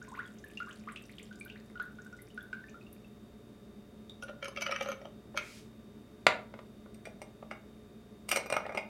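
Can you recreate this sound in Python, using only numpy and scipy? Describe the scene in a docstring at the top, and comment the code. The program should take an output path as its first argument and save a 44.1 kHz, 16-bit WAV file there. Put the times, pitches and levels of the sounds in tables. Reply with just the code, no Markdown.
"""In a small room with a humming fridge, the last of a cocktail drips from a strainer into a tumbler.
Trapped air bubbles plink as damped, gliding sines; droplets tick as short bursts of filtered noise.
The mixing glass is tipped upright and its ice tumbles back, as clusters of ringing modes and cracks,
and slides to rest in a hiss. The same contact model, with other modes, sets the glass down hard
on the counter, then rattles the steel strainer and bar spoon against it."""
import sys
import numpy as np
from scipy import signal
from scipy.fft import rfft, irfft
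from scipy.io import wavfile

SR = 44100
rng = np.random.default_rng(int(sys.argv[2]) if len(sys.argv) > 2 else 0)


def master_out(mix):
    """Clip the mix to full scale and print it as 16-bit PCM to the path in sys.argv[1]."""
    frames = np.transpose(np.atleast_2d(mix))
    ceiling = np.clip(frames, -1, 1)
    pcm = np.round(ceiling * 32767).astype(np.int16)
    wavfile.write(sys.argv[1], SR, pcm)


N = 392031
TIME = np.arange(N) / SR
CUTOFF_HZ = 15900


def from_db(db):
    """Decibels to gain."""
    return 10 ** (np.asarray(db) / 20)


def rms_one(x):
    """Scale to rms 1."""
    return x / np.sqrt(np.mean(x ** 2) + 1e-20)


def in_time(rows):
    """Each column of a curve at every sample."""
    s, *columns = np.transpose(rows)
    return [np.interp(TIME, s, c) for c in columns]


def at_hz(points, hz):
    """Read a table on a log-frequency axis."""
    f, value = np.transpose(points)
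    return np.interp(np.log(np.maximum(hz, 1)), np.log(f), value)


def band(x, low, high):
    """Causal band-pass."""
    return signal.sosfilt(signal.butter(2, [low, high], "band", fs=SR, output="sos"), x)


def fade(t, t60):
    """Exponential decay that falls 60 dB in t60 seconds."""
    return np.exp(-np.log(1000) * t / t60)


def add(out, s, sound):
    """Mix a sound in at a time."""
    i = max(round(s * SR), 0)
    out[i:i + len(sound)] += sound[:max(N - i, 0)]


def coloured(points):
    """Steady noise with a given spectrum, rms 1."""
    hz = np.arange(N // 2 + 1) * SR / N
    return rms_one(irfft(rfft(rng.standard_normal(N)) * from_db(at_hz(points, hz)), N))


def drift(rate):
    """Slow random wandering between knots at this rate per second, knot spread 1."""
    knots = rng.standard_normal(int(rate * N / SR) + 2)
    return np.interp(TIME * rate, np.arange(len(knots)), knots)


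# fridge tones: pitch_hz [Hz], level_db [dB rms]
FRIDGE_TONES = [(59.6,-68.5),(119.2,-66.5),(214.5,-61),(286.6,-68.5),(426,-69),(588,-75),(710.6,-76),(1184,-79),(3548,-85.5),(3666,-78),(3725.5,-79.5),(4673,-86.5)]
# rumble spectrum: pitch_hz [Hz], level_db [relative dB per Hz]
RUMBLE_COLOUR = [(15, -58), (25, -20), (70, -10.5), (180, -9), (217, 2.5), (263, -14), (427, -8),
                 (463, -18.5), (575, -17), (754, -27), (1190, -27.5), (2910, -35.5), (3620, -37),
                 (3920, -39), (16000, -46.5)]


def fridge(rumble_db=-54, wander=0.5):
    """Steady-level motor tones wander slightly in phase over a steady rumble of shaped noise."""
    tones = np.zeros(N)
    for hz, db in FRIDGE_TONES:
        phase = 2 * np.pi * hz * TIME + wander * np.pi * drift(4.4)
        tones += from_db(db) * np.sqrt(2) * np.sin(phase)
    return tones + from_db(rumble_db) * coloured(RUMBLE_COLOUR)


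def bubble(hz, rise, t60, attack_s):
    """A bubble rings as a damped sine whose pitch climbs, an octave at most, as it nears the surface."""
    t = TIME[:int(t60 * SR) + 2]
    swell = (1 - np.exp(-t / attack_s)) * fade(t, t60)
    pitch = hz * (1 + np.tanh(rise * t))
    return swell / swell.max() * np.sin(2 * np.pi * np.cumsum(pitch) / SR)


# a deep bubble at BUBBLE_HZ rings for BUBBLE_T60_S; the damping power shortens it with pitch
BUBBLE_T60_S, BUBBLE_HZ, BUBBLE_DAMPING = 0.069, 1400, 1.37
SHALLOW_RISE_PER_S = 88   # a bubble that climbs this fast is near the surface and rings half as long


def ring_time(hz, rise):
    """Small bubbles die sooner, and so do shallow, fast-climbing ones."""
    deep_t60 = BUBBLE_T60_S * (BUBBLE_HZ / hz) ** BUBBLE_DAMPING
    return deep_t60 / (1 + abs(rise) / SHALLOW_RISE_PER_S)


def splash(hz, t60, width=1.3):
    """A droplet lands with a brief, broad tick of band-passed noise; peak 1."""
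    t = TIME[:SR // 30]
    tick = band(rng.standard_normal(len(t)) * fade(t, t60), hz / width, min(hz * width, CUTOFF_HZ))
    return tick / np.abs(tick).max()


# drops that trap an air bubble: start_s [s], level_db [dB peak before trims],
# pitch_hz [Hz at the start], rise_per_s [initial pitch rise, share per s]
DROPS = [(0.016,-47,1426,10), (0.078,-53.5,1008,2.5), (0.118,-46.5,847,20.5), (.14,-49.5,1385,11),
         (.15,-49,1700,63), (.174,-45.5,963,25), (0.177,-56,2300,38), (0.1903,-36,1284,33),
         (.256,-54,3340,2), (.44,-45.5,1680,5), (.499,-57,2300,60), (.573,-37,2710,5.5),
         (.602,-35.5,1336,6.5), (.671,-48.5,1073,19), (.683,-46.5,1460,15), (0.709,-48,2660,59),
         (.874,-40.5,1048,27.5), (0.886,-44.5,1730,61), (.96,-39.5,2210,118), (.973,-43.5,2650,1),
         (1.094,-50.5,1750,85), (1.183,-43.5,2700,105), (1.196,-47.5,1850,97), (1.311,-48,1484,3),
         (1.41,-43,2310,4.5), (1.459,-48.5,1480,5), (1.48,-55,2550,94), (1.499,-43,2480,39),
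         (1.557,-49.5,1450,71), (1.755,-45,1377,5), (1.776,-59,2700,43), (1.798,-34,1366,11),
         (1.986,-48,1404,9), (2.062,-51,1490,3.5), (2.127,-48.5,1400,4.5), (2.189,-53,1940,11),
         (2.303,-57.5,2850,13), (2.376,-38.5,1440,8), (2.407,-55,3380,7), (2.529,-34.5,1508,2),
         (2.639,-48.5,1770,-0.5), (2.743,-49.5,1323,4.5), (2.684,-54,2220,38), (2.811,-55,2580,-2),
         (2.866,-56,2710,2.5), (3.045,-57,2660,0), (4.096,-43.5,3585,12.5), (4.225,-43,1413,2.5),
         (4.289,-44.5,1373,2.5)]
# droplets thrown up by a drop fall back: mean delay, level, lowest pitch, pitch rise
REBOUND_S, REBOUND_DB, REBOUND_HZ, REBOUND_RISE_PER_S = .03, -58.5, 1890, 70
REBOUNDS_END_S = 1.9   # later drops throw up none


def plinks(plink_db=2.5, impact_db=-8):
    """Each drop ticks on the surface and traps a plinking bubble; the earlier ones throw up a droplet."""
    out = np.zeros(N)
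    for s, db, hz, rise in DROPS:
        add(out, s, from_db(db + plink_db) * bubble(hz, rise, ring_time(hz, rise), attack_s=0.0013))
        add(out, s, from_db(db + impact_db) * splash(hz * 1.2, t60=.025, width=1.8))
        delay, octaves = rng.random(2)
        if s < REBOUNDS_END_S:
            small_hz = REBOUND_HZ * 2 ** octaves
            small_t60 = ring_time(small_hz, REBOUND_RISE_PER_S)
            droplet = bubble(small_hz, REBOUND_RISE_PER_S, small_t60, attack_s=0.00082)
            add(out, s + REBOUND_S * (.5 + delay), from_db(REBOUND_DB) * droplet)
    return out


# the loudest droplets of spray: start_s [s], level_db [dB peak before trim], pitch_hz [Hz]
SPRAY = [(.026,-47.5,6260), (0.088,-47,7700), (.385,-50,6130), (.4444,-50,11000), (.6912,-52,8900),
         (.7274,-50,6900), (.7571,-52.5,8830), (.9214,-43.5,9050), (1.0225,-50.5,8700), (1.2287,-45,7800),
         (1.3991,-41,9150), (1.4503,-43,12600), (1.8242,-47,11200), (2.019,-50,6500), (2.127,-54,6330),
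         (2.2197,-41,10900), (2.4264,-48.5,11400), (2.6953,-50,6210), (2.928,-43,11700)]


def spray(trim_db=-2.5):
    """Flying droplets land as narrow, high ticks."""
    out = np.zeros(N)
    for s, db, hz in SPRAY:
        add(out, s, from_db(db + trim_db) * splash(hz, t60=0.027, width=1.14))
    return out


# thinning trickle: start_s [s], rate_per_s [fine bubbles per s]
TRICKLE = [(0, 169.5), (1.25, 140), (1.7, 55), (2.5, 30.5), (3.3, 0)]


def fizz(level_db=-64, spread_db=6.5):
    """Fine bubbles are born at random at the trickle's rate, a few much louder than most."""
    out = np.zeros(N)
    born = TIME[rng.random(N) < in_time(TRICKLE)[0] / SR]
    for s, (size, pitch) in zip(born, rng.random((len(born), 2))):
        hz = 1500 * 8 ** pitch
        db = level_db - spread_db * np.log(size + 0.1)
        add(out, s, from_db(db) * bubble(hz, rise=145, t60=17 / hz, attack_s=0.000095))
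    return out


def tumbler(x, hz=1450, t60=0.049, ring_db=-4.5):
    """The air above the drink rings on after each drop, as one resonance."""
    r, w = from_db(-60 / (t60 * SR)), 2 * np.pi * hz / SR
    feed = np.array([1, 0, -1]) * (1 - r * r) / 2
    ring = signal.lfilter(feed, [1, -2 * r * np.cos(w), r * r], x + 1e-18)
    return x + from_db(ring_db) * ring


def drips():
    """Plinking drops, spray and fine fizz excite the air in the tumbler."""
    return tumbler(plinks() + spray() + fizz())


def mist(count=28, level_db=-59.5, spread_db=4.5, ends_s=2.7, lowest_hz=5030, span_octaves=1.3):
    """Faint droplets tick at random, ever more sparsely."""
    out = np.zeros(N)
    for when, size, pitch in rng.random((count, 3)):
        tick = splash(lowest_hz * 2 ** (pitch * span_octaves), t60=0.023, width=1.42)
        db = level_db - spread_db * np.log(size + 0.092)
        add(out, ends_s * (1 - np.sqrt(when)), from_db(db) * tick)
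    return out


# reverberation: pitch_hz [Hz], t60_s [s]
ROOM_T60 = [(150,.44),(600,.38),(1400,.34),(2800,.27),(6000,.23),(12000,.17)]
# reverberation: pitch_hz [Hz], level_db [dB before each source's send]
ROOM_LEVEL = [(150,-7),(600,-6),(1400,-6),(2800,-7),(6000,-8),(12000,-11.5)]


def room(x, build_s=0.002):
    """Diffuse reflections that build up in a few ms and die sooner in the treble."""
    t, response = TIME[:SR * 3 // 5], 0
    edges = np.geomspace(90, CUTOFF_HZ, 13)
    for low, high in zip(edges, edges[1:]):
        hz = np.sqrt(low * high)
        build = 1 - np.exp(-(t / build_s) ** 2)
        tail = band(rng.standard_normal(len(t)), low, high) * fade(t, at_hz(ROOM_T60, hz)) * build
        even = np.sqrt(2 * (high - low) / SR / np.sum(tail ** 2))   # energy in proportion to bandwidth
        response = response + from_db(at_hz(ROOM_LEVEL, hz)) * tail * even
    return signal.fftconvolve(x, response)[:N]


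def chatter(db, per_s, t60, lead_s):
    """One firm touch amid small skidding ones, which start just before it and die away after it."""
    t = TIME[:SR // 8] - 1 / 50
    skids = (rng.random(len(t)) < per_s / SR) * rng.standard_normal(len(t))
    swell = np.where(t < 0, np.exp(-np.abs(t) / lead_s), fade(np.abs(t), t60))
    touches = from_db(db) * skids * swell
    touches[SR // 50] = 1
    return touches


# boundaries of the low, middle, high and top zones of a contact: edge_hz [Hz]
ZONE_EDGES_HZ = [400, 950, 3400, 7200, 15000]


def contact_colour(colour, hollow_db, hardness):
    """A full blow lifts the body's hollow low zone; a hard one tilts up everything above the middle."""
    centres = np.sqrt(np.multiply(ZONE_EDGES_HZ[:-1], ZONE_EDGES_HZ[1:]))
    octaves = np.log2(centres / centres[1])
    return np.array(colour) + np.where(octaves < 0, hollow_db, hardness * octaves)


def voiced(x, zone_db):
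    """Smoothly tilt a sound to bring its four pitch zones towards the given levels."""
    spectrum, hz = rfft(x), np.arange(len(x) // 2 + 1) * SR / len(x)
    gains = []
    for level_db, low, high in zip(zone_db, ZONE_EDGES_HZ, ZONE_EDGES_HZ[1:]):
        power = np.sum(np.abs(spectrum[(hz > low) & (hz < high)]) ** 2)
        gains.append((np.sqrt(low * high), level_db - 10 * np.log10(power)))
    return irfft(spectrum * from_db(at_hz(gains, hz)), len(x))


def blows(table, modes, colour, crack_db, crack_t60, crack_hz, ring_scale, contact_s, scatter,
          skid_db, skid_t60, lead_s, uneven_db):
    """Each contact cracks and rings the body's modes, with new strengths and slightly new pitches."""
    out, t = np.zeros(N), TIME[:SR // 5]
    hz, db, t60 = np.transpose(modes)[:, :, None]
    loose = scatter * np.minimum(hz / 3000, 1)   # the low modes shift least
    for s, level_db, hollow_db, hardness in table:
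        strength, detune, phase = rng.standard_normal((3, len(modes), 1))
        tones = np.sin(2 * np.pi * (hz * (1 + loose * detune) * t + phase))
        rings = from_db(db + uneven_db * strength) * fade(t, t60 * ring_scale) * tones
        crack = from_db(crack_db) * band(rng.standard_normal(len(t)) * fade(t, crack_t60), *crack_hz)
        body = (rings.sum(0) + crack) * (1 - np.exp(-t / contact_s))
        touches = chatter(skid_db, per_s=600, t60=skid_t60, lead_s=lead_s)
        hit = signal.fftconvolve(touches, body)[:len(t)]
        hit = voiced(hit, contact_colour(colour, hollow_db, hardness))
        # the firm touch comes a fiftieth of a second into the chatter; its first 5 ms set the level
        add(out, s - 1 / 50, from_db(level_db) * hit / np.std(hit[SR // 50:SR // 40]))
    return signal.sosfilt(signal.butter(2, 110, "high", fs=SR, output="sos"), out)


def jostle(count=14, from_s=4.58, to_s=4.93, level_db=-38, spread_db=1.5, hollow_db=-6.0):
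    """Light contacts of smaller cubes, unevenly spaced, while the ice tumbles."""
    place, size, hollow, hardness = rng.standard_normal((count, 4)).T
    s = np.linspace(from_s, to_s, count) + 0.0074 * place
    return list(zip(s, level_db + spread_db * size, hollow_db + 2 * hollow, hardness))


# ice against glass: start_s [s], level_db [dB rms at the touch, before trim],
# hollow_db [low-zone lift, dB], hardness [treble tilt, dB per octave]
ICE_HITS = [(4.224,-36.5,3,6.5), (4.234,-39.5,21,15), (4.283,-40,0,-4), (4.295,-33.5,21,3),
            (4.427,-27.5,-1,-3), (4.444,-34.5,-10,6.5), (4.456,-29,-9,-1), (4.482,-33.5,8,9),
            (4.562,-33.5,-10,0.5), (4.573,-26,-2.5,-4), (4.61,-31,-19,3), (4.622,-22.5,-9,3.5),
            (4.664,-21.5,-8,-2), (4.693,-25.5,5,-8), (4.713,-27,-3,2.5), (4.722,-22,-9,-3.5),
            (4.761,-23.5,-23,-5.5), (4.81,-21.5,3,0), (4.825,-35,-10,6), (4.859,-29,12,2),
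            (4.887,-24,11.5,4.5), (4.917,-28.5,-4,2.5), (5.015,-38.5,13.5,1.5), (5.054,-32,10,-2),
            (5.345,-36.5,21,-8), (5.374,-18,-8,2)]
# its modes: pitch_hz [Hz], level_db [dB before colouring], t60_s [s before ring_scale]
ICE_MODES = [(547,-5,0.13),(579,-6.5,0.13),(1250,-10.5,0.043),(1354,-0.5,0.034),(1850,-6.5,0.022),(2319,-2.5,0.05),(2610,0,0.023),(2860,1.5,0.025),(3120,0,0.045),(3840,-9,0.03),(4840,-14,0.023),(5050,-15,0.012),(5850,5.5,0.015),(6010,14.5,0.015),(8890,10,0.036),(9930,14,0.024),(11500,10,0.03),(13000,15,0.03)]
# an ordinary contact: low_db, middle_db, high_db, top_db [relative dB]
ICE_COLOUR = (-5.5, -1, -11.5, -32.5)


def ice_tumble():
    """Cubes strike the glass in a flurry of bright, well-scattered modes and short cracks."""
    return from_db(-9) * blows(
        ICE_HITS + jostle(), ICE_MODES, ICE_COLOUR,
        crack_db=13.5, crack_t60=0.014, crack_hz=(480, 12000),
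        ring_scale=0.77, contact_s=0.00095, scatter=0.0417,
        skid_db=-11, skid_t60=0.077, lead_s=0.007, uneven_db=5.0)


# colour of the hiss: pitch_hz [Hz], level_db [relative dB]
SWISH_COLOUR = [(700,-16),(2000,-3.5),(5000,-2.5),(8000,-7.5),(12000,-14),(16000,-24.5)]


def swish(start_s=5.375, hiss_db=-57.5, swell_s=0.09, hold_s=0.12, hiss_t60=0.33, ring_db=-40, ring_t60=0.41):
    """A soft hiss swells, holds and dies over a fading note of narrow noise, as the ice slides to rest."""
    t = np.maximum(TIME - start_s, 0)
    envelope = np.minimum(t / swell_s, 1) * fade(np.maximum(t - swell_s - hold_s, 0), hiss_t60)
    hiss = envelope * coloured(SWISH_COLOUR)
    ring = (t > 0) * fade(t, ring_t60) * rms_one(band(rng.standard_normal(N), 2100, 2500))
    return from_db(hiss_db) * hiss + from_db(ring_db) * ring


# glass base on the counter: start_s [s], level_db [dB rms at the touch, before trim],
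# hollow_db [low-zone lift, dB], hardness [treble tilt, dB per octave]
KNOCKS = [(6.2665,4,3.5,0), (6.539,-26,11,-5), (6.59,-27.5,11,-4), (6.86,-35,13,-9), (7.426,-26,19.5,-7)]
# its modes: pitch_hz [Hz], level_db [dB before colouring], t60_s [s before ring_scale]
COUNTER_MODES = [(130,-22,.1),(178,-16,.1),(480,-5,.035),(598,2,.048),(730,-4,.03),(972,-3,.04),(1170,-1,.045),(1340,0,.03),(1460,0,.025),(1800,-4,.02),(2140,4,.025),(2580,1,.025),(3450,-3,.025),(3830,-5,.02),(4290,-7,.02),(6090,-13,.025),(10700,-19,.12)]
# an ordinary contact: low_db, middle_db, high_db, top_db [relative dB]
COUNTER_COLOUR = (-7.5, 1, -12, -25)


def counter_knocks():
    """The glass lands hard on the counter, then knocks it lightly: dull modes and hardly any skidding."""
    return from_db(-16.5) * blows(
        KNOCKS, COUNTER_MODES, COUNTER_COLOUR,
        crack_db=13.5, crack_t60=.021, crack_hz=(330, 7000),
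        ring_scale=0.77, contact_s=.0006, scatter=0.0032,
        skid_db=-28.5, skid_t60=0.037, lead_s=0.00089, uneven_db=1.0)


# strainer and spoon against glass: start_s [s], level_db [dB rms at the touch, before trim],
# hollow_db [low-zone lift, dB], hardness [treble tilt, dB per octave]
STEEL_HITS = [(6.944,-49.5,6,9.5), (7.054,-38.5,-8,2), (7.071,-35,19,4), (7.217,-35,8,4.5),
              (7.512,-30,-1.5,-3.5), (8.29,-27,-7,8), (8.315,-17.5,-14,4.5), (8.326,-23,5,5),
              (8.36,-19,-2.5,4.5), (8.372,-20,5,4), (8.46,-34,3,3), (8.501,-25,2,2.5),
              (8.525,-18.5,4.5,2.5), (8.54,-27,-7,-12), (8.566,-18,-5,-3.5), (8.654,-30,0,-19),
              (8.664,-30.5,5,-3), (8.693,-29,4,-8), (8.723,-37,-2,-4), (8.749,-28,7.5,0.5),
              (8.774,-22,-5,-4.5)]
# its modes: pitch_hz [Hz], level_db [dB before colouring], t60_s [s before ring_scale]
STEEL_MODES = [(607.6,0.5,0.1),(764,-6.5,0.064),(873,-8,0.077),(1250,-4.5,0.05),(1400,4,0.018),(2168,5,0.05),(2420,-5.5,0.21),(2780,4,0.024),(2936,-16.5,0.078),(4100,-24,0.047),(4906,-7,0.11),(5730,-13,0.058),(5790,0.5,0.079),(7760,-25,0.059),(8550,10.5,0.032),(9260,-7,0.058),(9600,-4,0.045),(11300,-7,0.032),(13000,-6,0.1)]
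# an ordinary contact: low_db, middle_db, high_db, top_db [relative dB]
STEEL_COLOUR = (-1, 0.5, -13.5, -19.5)


def steel_rattle():
    """Strainer and spoon rattle on the glass with a quick attack, steady pitches and strong skidding."""
    return from_db(-6.5) * blows(
        STEEL_HITS, STEEL_MODES, STEEL_COLOUR,
        crack_db=5, crack_t60=0.025, crack_hz=(280, 11000),
        ring_scale=0.37, contact_s=0.00039, scatter=0.007,
        skid_db=-7.5, skid_t60=0.066, lead_s=0.0022, uneven_db=3.0)


def scene():
    """Drink, ice, counter and steel share one room; swish and fridge stay dry."""
    drink = drips() + mist()
    ice = ice_tumble()
    knocks = counter_knocks()
    steel = steel_rattle()
    sends = from_db(3.0) * drink + ice + from_db(1.0) * knocks + from_db(1.5) * steel
    return (fridge() + drink + ice + swish() + knocks + steel + room(sends))[None]


def record(dry):
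    """Peaks are clipped at full scale, then the top is cut."""
    low_pass = signal.ellip(10, .1, 70, CUTOFF_HZ, fs=SR, output="sos")
    return signal.sosfilt(low_pass, np.clip(dry, -1, 1))


dry = scene()
out = record(dry)
master_out(out)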